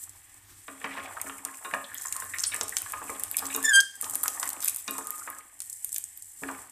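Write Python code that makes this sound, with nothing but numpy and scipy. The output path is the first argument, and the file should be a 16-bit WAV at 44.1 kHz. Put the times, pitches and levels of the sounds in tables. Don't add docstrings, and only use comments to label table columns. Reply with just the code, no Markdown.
import sys
import numpy as np
from scipy import signal
from scipy.fft import rfft, irfft
from scipy.io import wavfile
from scipy.ndimage import uniform_filter1d

SR = 44100
rng = np.random.default_rng(int(sys.argv[2]) if len(sys.argv) > 2 else 0)


def store_wav(level_fs):
    pcm = np.round(np.clip(np.atleast_2d(level_fs), -1, 1) * 32767)
    wavfile.write(sys.argv[1], SR, pcm.T.astype(np.int16))


N = 295911


def undb(db):
    return 10 ** (np.asarray(db) / 20)


def unit(x):
    return x / np.sqrt(np.mean(x ** 2))


def energy(x):
    return x / np.linalg.norm(x)


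def size_over(window_s, db):
    return undb(db) * np.sqrt(window_s * SR)


def seconds(length):
    return np.arange(max(int(length * SR), 8)) / SR


def curves(table):
    s, *columns = np.transpose(table)
    now = np.arange(N) / SR
    return [np.interp(now, np.sort(s), column) for column in columns]


def at_hz(spectrum, hz):
    f, db = np.transpose(spectrum)
    return undb(np.interp(np.log(hz + 1), np.log(f), db))


def through(x, response):
    return signal.fftconvolve(x, response)[:len(x)]


def colour(x, spectrum):
    size = 4096
    cepstrum = irfft(np.log(at_hz(spectrum, np.fft.rfftfreq(size, 1 / SR))))
    cepstrum[1:size // 2] *= 2
    cepstrum[size // 2 + 1:] = 0
    return through(x, irfft(np.exp(rfft(cepstrum))))


def band(x, hz, width):
    hz = min(hz, SR / 2 - 2000)
    b, a = signal.iirpeak(hz, hz / min(width, SR / 3), fs=SR)
    return signal.lfilter(b, a, x)


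def cut(x, order, hz, kind):
    return signal.sosfilt(signal.butter(order, hz, kind, fs=SR, output="sos"), x)


def fading(t, t60):
    return np.exp(-np.log(1000) * t / t60)


def sweep_phase(hz):
    return 2 * np.pi * np.cumsum(hz) / SR


def walk(rate):
    k = int(SR / rate)
    steps = np.repeat(rng.standard_normal(N // k + 1), k)
    return unit(uniform_filter1d(steps, k)[:N])


def clicks(rate, spread_db):
    size = undb(spread_db * np.minimum(rng.exponential(size=N), 5))
    return unit((rng.random(N) < rate / SR) * size * rng.choice([-1, 1], N))


def add(track, s, sound):
    i = int(s * SR)
    track[i:i + len(sound)] += sound[:N - i]


# (t/s, level/dB before colouring and the final lift)
FIZZ = [(0.0, -46), (0.15, -54), (0.46, -61), (0.58, -53), (0.9, -49), (1.1, -50), (1.3, -44), (1.41, -51),
        (1.55, -47), (1.85, -46.5), (1.92, -47), (2.11, -41.5), (2.33, -43.5), (2.7, -44), (3.15, -44.5),
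        (3.45, -43), (3.72, -39.5), (3.87, -54), (3.98, -52.5), (4.04, -39.5), (4.42, -40), (4.58, -46),
        (4.79, -42.5), (4.84, -46), (4.98, -41.5), (5.05, -45), (5.12, -42), (5.28, -44.5), (5.42, -52.5),
        (5.58, -53.5), (5.66, -45.5), (6.2, -50), (6.5, -45), (6.71, -56.5)]
# (f/Hz, level/dB)
FIZZ_COLOUR = [(900, -28), (1700, -69), (2500, -44.5), (3200, -26.5), (5000, -17.5), (6400, -13.5),
               (7800, 2), (9300, -2.5), (11000, -3), (14200, -12)]


def fizz():
    db, = curves(FIZZ)
    clumps_db = 1.7 * walk(30) + 1.5 * walk(160)
    fine = clicks(rate=7500, spread_db=2.0) * undb(db + clumps_db)
    crackle_db = 3.5 + db + 0.28 * np.minimum(db + 27.5, 0)
    crackle = clicks(rate=230, spread_db=7.5) * undb(crackle_db)
    t = seconds(0.022)
    film = rng.standard_normal(len(t)) * fading(t, 0.038)
    film[0] += 6
    return colour(fine + through(crackle, energy(film)), FIZZ_COLOUR) * undb(6.0)


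def bubbles(count=650):
    db, = curves(FIZZ)
    out, t = np.zeros(N), seconds(0.005)
    chance = np.cumsum(undb(2 * np.minimum(db, -41) + 5 * walk(20)))
    for when, pitch, size in rng.random((count, 3)):
        i = np.searchsorted(chance, when * chance[-1])
        hz = 6300 * 2.15 ** pitch
        cycles = hz * t
        ping = np.sin(2 * np.pi * cycles) * fading(cycles, 36) * (1 - np.exp(-cycles / 1.5))
        add(out, i / SR, ping * undb(db[i] + 4.0 + 7.3 * size ** 3))
    return out


SPRAY_DECAY_S, SPRAY_TAIL_DB = 0.00168, -21
SNAP_WIDTH, SNAP_LOW_CUT = 0.39, 0.49
SNAP_BODY_DB = -2


def snap(hz, t):
    spray_level = np.exp(-t / SPRAY_DECAY_S) + undb(SPRAY_TAIL_DB) * fading(t, .04)
    spray = rng.standard_normal(len(t)) ** 3 * spray_level
    burst = band((t == 0) + energy(spray), hz, SNAP_WIDTH * hz)
    top = cut(burst, 4, min(SNAP_LOW_CUT * hz, SR / 4), "high")
    return energy(top + undb(SNAP_BODY_DB) * burst)


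# (t/s, level/dB over 4 ms before the gains below, centre f/Hz)
POPS = [(1.2145, -27.5, 9200), (1.4505, -26.5, 8750), (1.9446, -33, 11900), (2.1253, -26, 8300),
        (2.165, -30, 8540), (2.3854, -31.5, 7500), (2.4225, -39, 8250), (2.436, -30, 6500),
        (2.4387, -25, 5400), (2.6112, -25, 6300), (2.6816, -34, 8400), (2.694, -30.5, 9500),
        (2.768, -23, 7320), (2.7795, -34, 10000), (2.785, -29.5, 8650), (2.8192, -30, 10900),
        (2.9212, -29.5, 10000), (3.1972, -30.5, 10350), (3.236, -24, 9000), (3.3135, -25, 13300),
        (3.3687, -19.5, 9700), (3.455, -35.5, 7450), (3.562, -23.5, 11000), (3.6285, -30, 8550),
        (3.639, -32, 9500), (4.0123, -25, 11000), (4.024, -29.5, 9100), (4.043, -35, 7100),
        (4.109, -32, 11400), (4.0976, -28.5, 9900), (4.148, -34, 8100), (4.155, -21, 10400),
        (4.233, -24.5, 11500), (4.237, -22, 10600), (4.245, -37, 10700), (4.2804, -20.5, 8270),
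        (4.4293, -29, 7300), (4.456, -33, 10700), (4.491, -25, 10400), (4.503, -32.5, 8200),
        (4.5312, -31.5, 9100), (4.6052, -34, 8700), (4.62, -37, 8100), (4.626, -32.5, 8200),
        (4.6461, -22, 11100), (4.6586, -28.5, 9900), (4.6787, -22, 10700), (4.683, -20, 9000),
        (4.696, -26, 10000), (4.746, -33, 9500), (4.749, -39, 11100), (4.7615, -27, 10200),
        (4.7688, -34, 10300), (4.879, -34, 6130), (4.9092, -24.5, 12500), (4.9816, -31, 9000),
        (5.0711, -30.5, 10100), (5.106, -27.5, 11200), (5.3017, -33, 11400), (5.6038, -31, 8300),
        (5.6193, -34, 9000), (5.846, -24, 10500), (5.8925, -39, 9000), (5.9272, -37.5, 12500),
        (5.944, -27.5, 10270), (5.962, -27, 8200), (5.9821, -25.5, 9800), (6.0399, -38, 11000),
        (6.1744, -37.5, 12100)]
TICK_DB, TICK_REF_HZ = -28, 9500
TICK_DB_PER_OCTAVE, TICK_MAX_DB = 46.5, -9
CRACK_GAIN_DB, TICK_GAIN_DB = 1.5, 10.0


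def pops():
    cracks, ticks, t = np.zeros(N), np.zeros(N), seconds(0.066)
    for s, db, hz in POPS:
        noise = rng.standard_normal(len(t)) * fading(t, 0.022)
        tick = band(band(noise, 1300, 1900), 5600, 4000)
        tick_db = min(TICK_DB + TICK_DB_PER_OCTAVE * np.log2(TICK_REF_HZ / hz), TICK_MAX_DB)
        size = size_over(.004, db)
        add(cracks, s, size * snap(hz, t))
        add(ticks, s, size * undb(tick_db) * energy(tick))
    return undb(CRACK_GAIN_DB) * cracks + undb(TICK_GAIN_DB) * ticks


SPUTTER_DB, SPUTTER_RANGE_DB, SPUTTER_LOW_HZ, SPUTTER_HIGH_HZ = -6, 10.5, 7400, 14100
CLUSTER_GAP_S, CLUSTER_FADE_DB = .005, 2


def sputter(count=95):
    db, = curves(FIZZ)
    out, t = np.zeros(N), seconds(.02)
    chance = np.cumsum(undb(3 * np.minimum(db, -42) + 4 * walk(15)))
    for when, strength, brood in rng.random((count, 3)):
        i = np.searchsorted(chance, when * chance[-1])
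        size = size_over(.004, db[i] + SPUTTER_DB + SPUTTER_RANGE_DB * strength ** 1.5)
        for k in range(1 + int(4 * brood)):
            hz = SPUTTER_LOW_HZ * (SPUTTER_HIGH_HZ / SPUTTER_LOW_HZ) ** rng.random()
            add(out, min(i, N - 1) / SR, size * undb(-CLUSTER_FADE_DB * k) * snap(hz, t))
            i += int(rng.exponential(CLUSTER_GAP_S) * SR)
    return out


# (t/s, level/dB of the ring over 4 ms, starting f/Hz)
PINGS = [(1.982, -37.5, 6880), (2.013, -39, 7300), (2.058, -33, 7540), (2.07, -35, 7300),
         (2.083, -35, 6950), (2.394, -31, 7440), (2.4003, -30.5, 6330), (2.405, -29, 8000),
         (2.5445, -28, 9000), (3.5478, -28, 6850), (5.928, -29.5, 8300), (6.04, -31.5, 8060)]
PING_CYCLES, PING_GLIDE = 94, .06


def pings():
    out, t = np.zeros(N), seconds(.02)
    for s, db, hz in PINGS:
        cycles = hz * t
        phase = 2 * np.pi * cycles * (1 + PING_GLIDE * cycles / PING_CYCLES / 2)
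        ring = np.sin(phase) * fading(cycles, PING_CYCLES) * (1 - np.exp(-cycles / 2))
        add(out, s, size_over(.004, db) * (energy(ring) + undb(-3) * snap(hz, t)))
    return out


# (t/s, length/s, level/dB, centre f/Hz)
FLURRIES = [(1.914, 0.19, -49.5, 7760), (3.374, 0.03, -31, 8300), (4.604, 0.12, -36.5, 9500),
            (4.778, 0.037, -43, 10500), (5.934, 0.052, -45, 9500)]


def flurries():
    out, t = np.zeros(N), seconds(0.0048)
    drop = rng.standard_normal(len(t)) * fading(t, 0.0069)
    crackle = through(clicks(rate=2700, spread_db=4), drop)
    for s, length, db, hz in FLURRIES:
        swell = np.sin(np.pi * seconds(length) / length)
        burst = crackle[int(s * SR):][:len(swell)] * swell
        add(out, s, undb(db) * unit(band(band(burst, hz, 1.3 * hz), hz, 2.4 * hz)))
    return out


# (t/s, length/s, start f/Hz, end f/Hz, level/dB)
SPITS = [(2.433, 0.035, 5200, 3310, -38.5), (2.455, 0.042, 7930, 10150, -30.5),
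         (4.69, 0.022, 9550, 8000, -48)]


def spits():
    out = np.zeros(N)
    for s, length, start_hz, end_hz, db in SPITS:
        t = seconds(length)
        tone = np.sin(sweep_phase(np.geomspace(start_hz, end_hz, len(t))))
        flutter = cut(rng.standard_normal(len(t)), 2, 800, "low")
        swell = np.sin(np.pi * t / length)
        add(out, s, undb(db) * unit(flutter * tone * swell))
    return out


def ringing(modes, t, scatter_db=0):
    out = 0
    for hz, db, t60 in modes:
        gain = undb(db + scatter_db * rng.uniform(-0.81, 1))
        tone = np.sin(2 * np.pi * (hz * t + rng.random()))
        out = out + gain * tone * fading(t, t60) * (1 - np.exp(-t * hz / 0.6))
    return out


# (f/Hz, level/dB, time to lose 60 dB t60/s)
PAN = [(205, -10, .13), (271, -5, .2), (332, -10, .15), (445, -6, .1), (560, -5, .17), (643, -8, .14),
       (777, -12, .14), (985, -7, .16), (1026, -6, .22), (1078, -2, .27), (1170, -3, .2), (1231, 0, .33),
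       (1405, -7, .2), (1660, -6, .13), (1830, -3, .17), (1922, -9, .2), (2290, -3, .12), (2515, -4, .1)]
# (f/Hz, level/dB)
WOOD = [(40, -62), (110, -15), (260, -5.5), (600, -3), (900, 0), (1180, 3), (1340, -6.5), (1750, 6.5),
        (2080, -7), (2350, -1), (2700, -4), (3050, -8), (3500, -12.5), (4100, -16), (6000, -18),
        (14000, -29)]


def pan_response(ring_db, wood_t60):
    t = seconds(.5)
    clack = colour(rng.standard_normal(len(t)) * fading(t, wood_t60), WOOD)
    steel = ringing(PAN, t, scatter_db=7)
    return unit(clack) + undb(ring_db) * unit(steel)


# (t/s, level/dB over 15 ms, thud/dB before its trim, f/Hz favoured by the spot,
# contact time/s, ring of the steel/dB against the clack)
KNOCKS = [(0.681, -36.5, -3, 1580, 0.0021, 3), (0.814, -41.5, -1, 1760, 0.0037, -2),
          (0.842, -27.5, -4.5, 1650, .005, -4), (0.906, -37, -16, 1890, 0.019, -6),
          (0.966, -33.5, -7, 1660, 0.019, -2), (1.167, -33, -29, 1270, 0.0034, -9),
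          (1.243, -44, 9, 1084, 0.0038, -0.5), (1.262, -38.5, -10, 1450, .005, -3),
          (1.296, -35, -12, 1405, 0.0021, -7), (1.45, -40, -10, 1230, 0.0098, 1.5),
          (1.647, -33, -10.5, 1390, 0.0036, 8), (1.73, -37.5, -1.5, 920, 0.004, 9),
          (1.737, -23, -6, 1710, 0.0024, -9.5), (1.745, -29.5, -9, 1231, 0.0024, -3.5),
          (2.051, -38.5, -26, 1076, 0.00075, -6), (2.155, -37.5, -33, 1090, 0.015, -3),
          (2.22, -43.5, -10, 1140, 0.0058, 8), (2.336, -29, -24, 1850, 0.004, 5),
          (2.517, -33, -6, 2330, 0.0047, 8.5), (2.535, -29, -4.5, 1960, 0.012, -5),
          (2.611, -32.5, -12.5, 1040, 0.00039, -5.5), (2.722, -35.5, -52, 1750, 0.0017, -1),
          (2.861, -37, -18, 1670, 0.00087, -9), (2.933, -30, -20, 1110, .003, 4),
          (3.017, -35.5, -9.5, 1020, 0.0012, -4), (3.094, -32.5, -4.5, 1070, 0.003, -2),
          (3.342, -35.5, -19.5, 2380, 0.0028, -12), (3.418, -33.5, -7.5, 1130, 0.012, 0),
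          (3.5, -37, 0.5, 2320, 0.0011, 8.5), (3.547, -32, -3, 1070, 0.0019, 14),
          (3.572, -31.5, -19, 1110, 0.007, -9.5), (4.027, -39.5, -8, 1210, 0.0084, -2.5),
          (4.231, -37.5, -21, 1180, 0.022, -9), (4.429, -31, -19, 1050, 0.0007, -11),
          (4.878, -30.5, -2.5, 1530, 0.0026, 10.5), (4.982, -33, -7.5, 1050, 0.0057, -4.5),
          (5.275, -34.5, -13.5, 1170, 0.0014, -4), (6.418, -40, 11.5, 780, 0.011, -2.5),
          (6.435, -32, -13, 1610, 0.0011, -31), (6.486, -31.5, -9.5, 1420, 0.0056, -21),
          (6.497, -35, -23, 986, 0.0022, -4)]
# (f/Hz, level/dB, t60/s)
RIM = [(2470, -2, .19), (2540, -5, .09), (2760, -2, .09), (2835, -1, .1), (3620, -1, .11), (3690, -3, .09),
       (3868, 0, .09)]
RIM_DB = -22
HARD_DB, HARD_REF_HZ, HARD_DB_PER_OCTAVE = 2, 1640, 33
SPOT_DB, SPOT_DAMPING, SPOT_T60_S, SPOT_WIDTH_HZ = -11, 0.62, 0.053, 260


def knocks():
    out, t = np.zeros(N), seconds(.5)
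    for s, db, thud_db, spot_hz, contact, ring_db in KNOCKS:
        hard_db = HARD_DB + HARD_DB_PER_OCTAVE * np.log2(spot_hz / HARD_REF_HZ)
        tone = [(130, thud_db + 4.5), (350, thud_db + 2.0), (1100, 0.0053), (2300, hard_db), (6000, hard_db - 12)]
        chatter = rng.standard_normal(len(t)) * (t / contact) * np.exp(-t / contact * 2.34)
        clack = colour(chatter, WOOD)
        build = 1 - np.exp(-t / contact)
        steel = build * pan_response(ring_db=2.0, wood_t60=0.071)
        body = energy(clack) + undb(ring_db) * energy(steel)
        judder = rng.standard_normal(len(t)) * build * fading(t, SPOT_T60_S)
        spot = band(band(judder, spot_hz, SPOT_WIDTH_HZ), spot_hz, 2 * SPOT_WIDTH_HZ)
        spot_db = SPOT_DB - SPOT_DAMPING * thud_db
        rim_db = RIM_DB + 2 * ring_db + min(hard_db, 0) / 2
        blow = energy(colour(body, tone)) + undb(spot_db) * energy(spot)
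        blow = blow + undb(rim_db) * energy(ringing(RIM, t))
        add(out, s, undb(db) * blow / np.std(blow[:int(.015 * SR)]))
    return out


# (t/s, level/dB of the click over 8 ms, centre f/Hz)
CLACKS = [(0.86, -36.5, 2200), (0.924, -40, 2160), (0.986, -40, 1490), (1.003, -41, 2070),
          (1.028, -47, 2520), (1.076, -41, 1650), (1.086, -41, 1210), (1.296, -43.5, 2840),
          (1.323, -48, 1790), (1.485, -41.5, 1810), (1.711, -36, 1900), (1.843, -39, 3430),
          (1.915, -39.5, 1690), (1.95, -41, 3370), (2.052, -37, 1680), (2.222, -34.5, 1640),
          (2.362, -36.5, 2300), (2.935, -37.5, 2370), (3.079, -45, 2520), (3.095, -37, 2170),
          (3.526, -36, 2640), (4.064, -35.5, 1010), (4.368, -39.5, 1070), (4.374, -38, 1860),
          (4.431, -32, 1870), (4.679, -35, 2540), (4.953, -36.5, 1026), (5.105, -57, 1870),
          (5.219, -39, 1280), (5.278, -37, 1910), (5.327, -40, 1680)]
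CLACK_T60_S, CLACK_WIDTH, CLACK_RING_DB = 0.037, 0.17, -21


def clacks():
    out, t = np.zeros(N), seconds(.3)
    for s, db, hz in CLACKS:
        shell = rng.standard_normal(len(t)) * fading(t, CLACK_T60_S)
        click = energy(band(band(shell, hz, CLACK_WIDTH * hz), hz, 2 * CLACK_WIDTH * hz))
        answer = energy(band(ringing(PAN + RIM, t), hz, CLACK_WIDTH * hz))
        add(out, s, size_over(.008, db) * (click + undb(CLACK_RING_DB) * answer))
    return out


# (t/s, level/dB before the final trim)
STIR = [(0.0, -59), (0.66, -61), (0.9, -38.5), (1.29, -44.5), (2.0, -51), (3.42, -41), (3.64, -41.5),
        (3.85, -74), (4.05, -42.5), (4.54, -39), (4.73, -47), (4.84, -57), (4.93, -43), (5.15, -47),
        (5.42, -49), (5.64, -66), (6.38, -91.5), (6.43, -54), (6.52, -36), (6.6, -47), (6.71, -57)]
# (t/s, level/dB)
STIR_TREBLE = [(1.03, 7.5), (1.2, -6), (2.2, 5), (2.5, -6), (3.15, 5), (4.1, -5.5), (5.4, -7), (6.4, -7)]


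def stirring():
    db, = curves(STIR)
    treble_db, = curves(STIR_TREBLE)
    rattle = 0
    spots = [(270, 6), (560, -1.0), (800, 2.0), (1100, -6), (1700, -2), (2400, -4), (3300, 9)]  # f/Hz, level/dB
    for spot_hz, spot_db in spots:
        response = pan_response(ring_db=-3, wood_t60=0.04)
        response = band(response, spot_hz, 400) + undb(-11) * response
        tumbles = clicks(rate=80, spread_db=2.8)
        rattle = rattle + undb(spot_db) * through(tumbles, response)
    rattle = unit(rattle)
    low = cut(rattle, 3, 1900, "low")
    high = cut(rattle, 3, 1900, "high")
    return (low + undb(treble_db) * high) * undb(db - 7.5)


JOSTLE_DB, JOSTLE_RANGE_DB, JOSTLE_LOW_HZ, JOSTLE_HIGH_HZ, JOSTLE_T60_S = -4, 10, 750, 2400, .03


def jostling(count=230):
    db, = curves(STIR)
    out, t = np.zeros(N), seconds(0.037)
    chance = np.cumsum(undb(np.minimum(db, -44) + 3 * walk(18)))
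    for when, pitch, strength in rng.random((count, 3)):
        i = np.searchsorted(chance, when * chance[-1])
        hz = JOSTLE_LOW_HZ * (JOSTLE_HIGH_HZ / JOSTLE_LOW_HZ) ** pitch
        shell = rng.standard_normal(len(t)) * fading(t, JOSTLE_T60_S)
        size = size_over(.004, db[i] + JOSTLE_DB + JOSTLE_RANGE_DB * strength ** 2)
        add(out, i / SR, size * energy(band(band(shell, hz, hz / 3), hz, hz / 2)))
    return out


# (t/s, length/s, f/Hz of the mode that sings,
# a quarter of its rms pitch waver/Hz, level/dB of the singing)
SWEEPS = [(1.459, 0.089, 1073, 11.6, -48), (1.879, 0.46, 1776, 34, -50), (2.142, 0.097, 1058, 7.4, -41),
          (2.946, 0.34, 1060, 13, -56), (3.43, 0.39, 1166, 9.5, -57), (4.039, 0.4, 1248, 3.8, -53),
          (4.233, 0.041, 1247, 4, -37), (4.538, 0.06, 1252, 6.8, -48.5), (4.05, 0.43, 1827, 28, -59),
          (5.042, 0.15, 1235, 7, -45.5), (5.275, 0.12, 1238, 3.6, -52)]
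SWEEP_ATTACK_S, SWEEP_RELEASE_S = 0.0094, 0.018
SCRAPE_WIDTH_HZ, SCRAPE_DB = 800, -5


def singing():
    out = np.zeros(N)
    catches = clicks(rate=190, spread_db=4)
    for s, length, hz, waver_hz, db in SWEEPS:
        t = seconds(length + .3)
        press = np.minimum(t / SWEEP_ATTACK_S, 1) * np.exp(-np.maximum(t - length, 0) / SWEEP_RELEASE_S)
        rub = undb(3.5 * walk(110)[:len(t)])
        phase = sweep_phase(hz + 4 * waver_hz * walk(1200)[:len(t)])
        scrape = band(catches[int(s * SR):][:len(t)], hz, SCRAPE_WIDTH_HZ)
        scrape = band(scrape, hz, SCRAPE_WIDTH_HZ)
        add(out, s, undb(db) * press * (unit(rub * np.sin(phase)) + undb(SCRAPE_DB) * unit(scrape)))
    return out


# (t/s, pitch f/Hz, fundamental level/dB, octave level/dB, higher overtones level/dB)
SQUEAK = [(3.612, 1700, -50, -65, -65), (3.638, 1735, -37, -50, -48), (3.646, 1775, -22, -34, -28),
          (3.655, 1780, -23.5, -34, -21), (3.664, 1740, -22, -32, -27), (3.673, 1728, -31, -33, -32),
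          (3.683, 1760, -16.5, -35, -35), (3.696, 1780, -19, -30, -23), (3.704, 1735, -21, -35, -31),
          (3.712, 1700, -19, -40, -36), (3.72, 1650, -19.5, -43, -43), (3.728, 1645, -20, -43, -46),
          (3.735, 1593, -18.5, -22, -30), (3.757, 1595, -14.5, -17, -23), (3.779, 1591, -11, -24, -31),
          (3.795, 1595, -11.5, -20, -35), (3.803, 1630, -22, -23, -40), (3.811, 1600, -22, -26, -44),
          (3.827, 1605, -25, -41, -48), (3.834, 1640, -42, -55, -60)]
# (f/Hz, level/dB)
SQUEAK_COLOUR = [(4770, -4), (5300, -15), (6360, -4.5), (7000, -1.5), (7950, 2), (8750, -17), (9550, 0),
                 (10400, -23), (11100, -10.5), (13000, -31)]
# (t/s, f/Hz, level/dB)
SECOND_NOTE = [(3.64, 1700, -42), (3.66, 1690, -31), (3.675, 1660, -34), (3.688, 1640, -36),
               (3.7, 1620, -25), (3.722, 1540, -23.5), (3.74, 1480, -37), (3.77, 1470, -52)]
# (f/Hz, level/dB, t60/s)
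WALL = [(1560, -34, .22), (1594, -28, .28), (1622, -32, .24), (1740, -42, .2), (3189, -28, .19),
        (4775, -42, .12)]
LET_GO_S = 3.8
LOCK_HZ, LOCK_RANGE_HZ, FLUTTER_FREE, FLUTTER_LOCKED = 1592, 70, .5, .17
RASP_DB = -9


def squeak():
    hz, first_db, octave_db, upper_db = curves(SQUEAK)
    second_hz, second_db = curves(SECOND_NOTE)
    flutter = np.interp(abs(hz - LOCK_HZ), [0, LOCK_RANGE_HZ], [FLUTTER_LOCKED, FLUTTER_FREE])
    phase = sweep_phase(hz * (1 + .009 * flutter * walk(400)))
    tone = undb(first_db) * np.sin(phase) + undb(second_db) * np.sin(sweep_phase(second_hz))
    for k in range(2, 9):
        grip = 1 - flutter * np.tanh(walk(220))
        gain = undb(octave_db) if k == 2 else undb(upper_db) * at_hz(SQUEAK_COLOUR, k * hz)
        tone = tone + gain * grip * np.sin(k * phase + flutter * walk(300))
    hiss = unit(band(band(rng.standard_normal(N), 9000, 3170), 9000, 6000))
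    rasp = hiss * (1 + np.sin(phase)) / 2
    now = np.arange(N) / SR
    sounding = (now > SQUEAK[0][0]) * (now < SQUEAK[-1][0])
    out = np.sqrt(2) * (tone + undb(RASP_DB + upper_db) * rasp) * sounding
    out = out * (1 + undb(-32) * walk(2500))
    add(out, LET_GO_S, ringing(WALL, seconds(0.62)))
    return out


# (t/s, length/s, level/dB, centre f/Hz)
GRATES = [(3.757, .006, -23, 8800), (3.8035, .002, -16.5, 6500), (3.808, .002, -17.5, 8700)]


def grates():
    out = np.zeros(N)
    for s, length, db, hz in GRATES:
        noise = rng.standard_normal(len(seconds(length)))
        add(out, s, undb(db) * unit(band(band(noise, hz, 3000), hz, 9000)))
    return out


# (f/Hz, level/dB)
SIMMER_COLOUR = [(250, -14), (450, -27), (800, 8.5), (1050, 2.5), (1300, -10), (1800, 15), (2500, 5),
                 (3300, 4.5), (5000, -26), (9000, -6)]


def simmer():
    return unit(colour(rng.standard_normal(N), SIMMER_COLOUR)) * undb(-61 + 1.5 * walk(15))


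# (f/Hz, level/dB)
STOVE_COLOUR = [(20, -10), (45, -6), (75, -5), (100, 5.5), (130, -15), (190, -24), (300, -10), (600, -36),
                (1200, -17.5), (3000, -23.5)]
# (t/s, level/dB)
STOVE = [(0.0, -55.5), (0.3, -59.5), (0.42, -59), (0.5, -52.5), (0.62, -53.5), (0.72, -59.5), (1.3, -57),
         (1.55, -66.5), (2.4, -52.5), (3.6, -54.5), (3.9, -73), (4.05, -56.5), (5.75, -67.5), (5.92, -59.5),
         (6.3, -64.5), (6.48, -52.5), (6.71, -61)]


def stove():
    db, = curves(STOVE)
    return unit(colour(rng.standard_normal(N), STOVE_COLOUR)) * undb(db + 1.5 * walk(35))


# (centre f/Hz, width/Hz, level/dB, t60/s)
ROOM = [(357, 450, 2.5, 0.44), (1110, 11000, -16.5, 0.86), (3000, 2600, -9, 0.48), (9000, 5100, -10, 0.28)]


def kitchen(x):
    t = seconds(.6)
    tail = 0
    for hz, width, db, t60 in ROOM:
        echoes = rng.standard_normal(len(t)) * fading(t, t60) * (t > .004)
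        tail = tail + undb(db) * band(energy(echoes), hz, width)
    return through(x, tail)


def scene():
    contacts = pops() + pings() + flurries() + knocks() + clacks() + jostling() + spits() + grates()
    squeal = squeak()
    frying = contacts + fizz() + bubbles() + sputter()
    room = kitchen(contacts + undb(-8) * band(squeal, 2080, 2300))
    mid = frying + squeal + room + stirring() + simmer() + singing() + stove()
    treble = cut(frying, 6, 4300, "high")
    side = undb(-9.5) * treble * walk(2000)
    return np.array([mid + side, mid - side])


# (f/Hz, level/dB)
TREBLE_TILT = [(3000, -4), (4000, -3), (5400, -1), (9300, 1), (10300, -4), (12300, -2), (14000, 1)]
TOP_HZ = 14450


def record(dry):
    heard = np.array([colour(channel, TREBLE_TILT) for channel in dry])
    return signal.sosfilt(signal.ellip(10, .2, 70, TOP_HZ, fs=SR, output="sos"), heard)


dry = scene()
out = record(dry)
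store_wav(out)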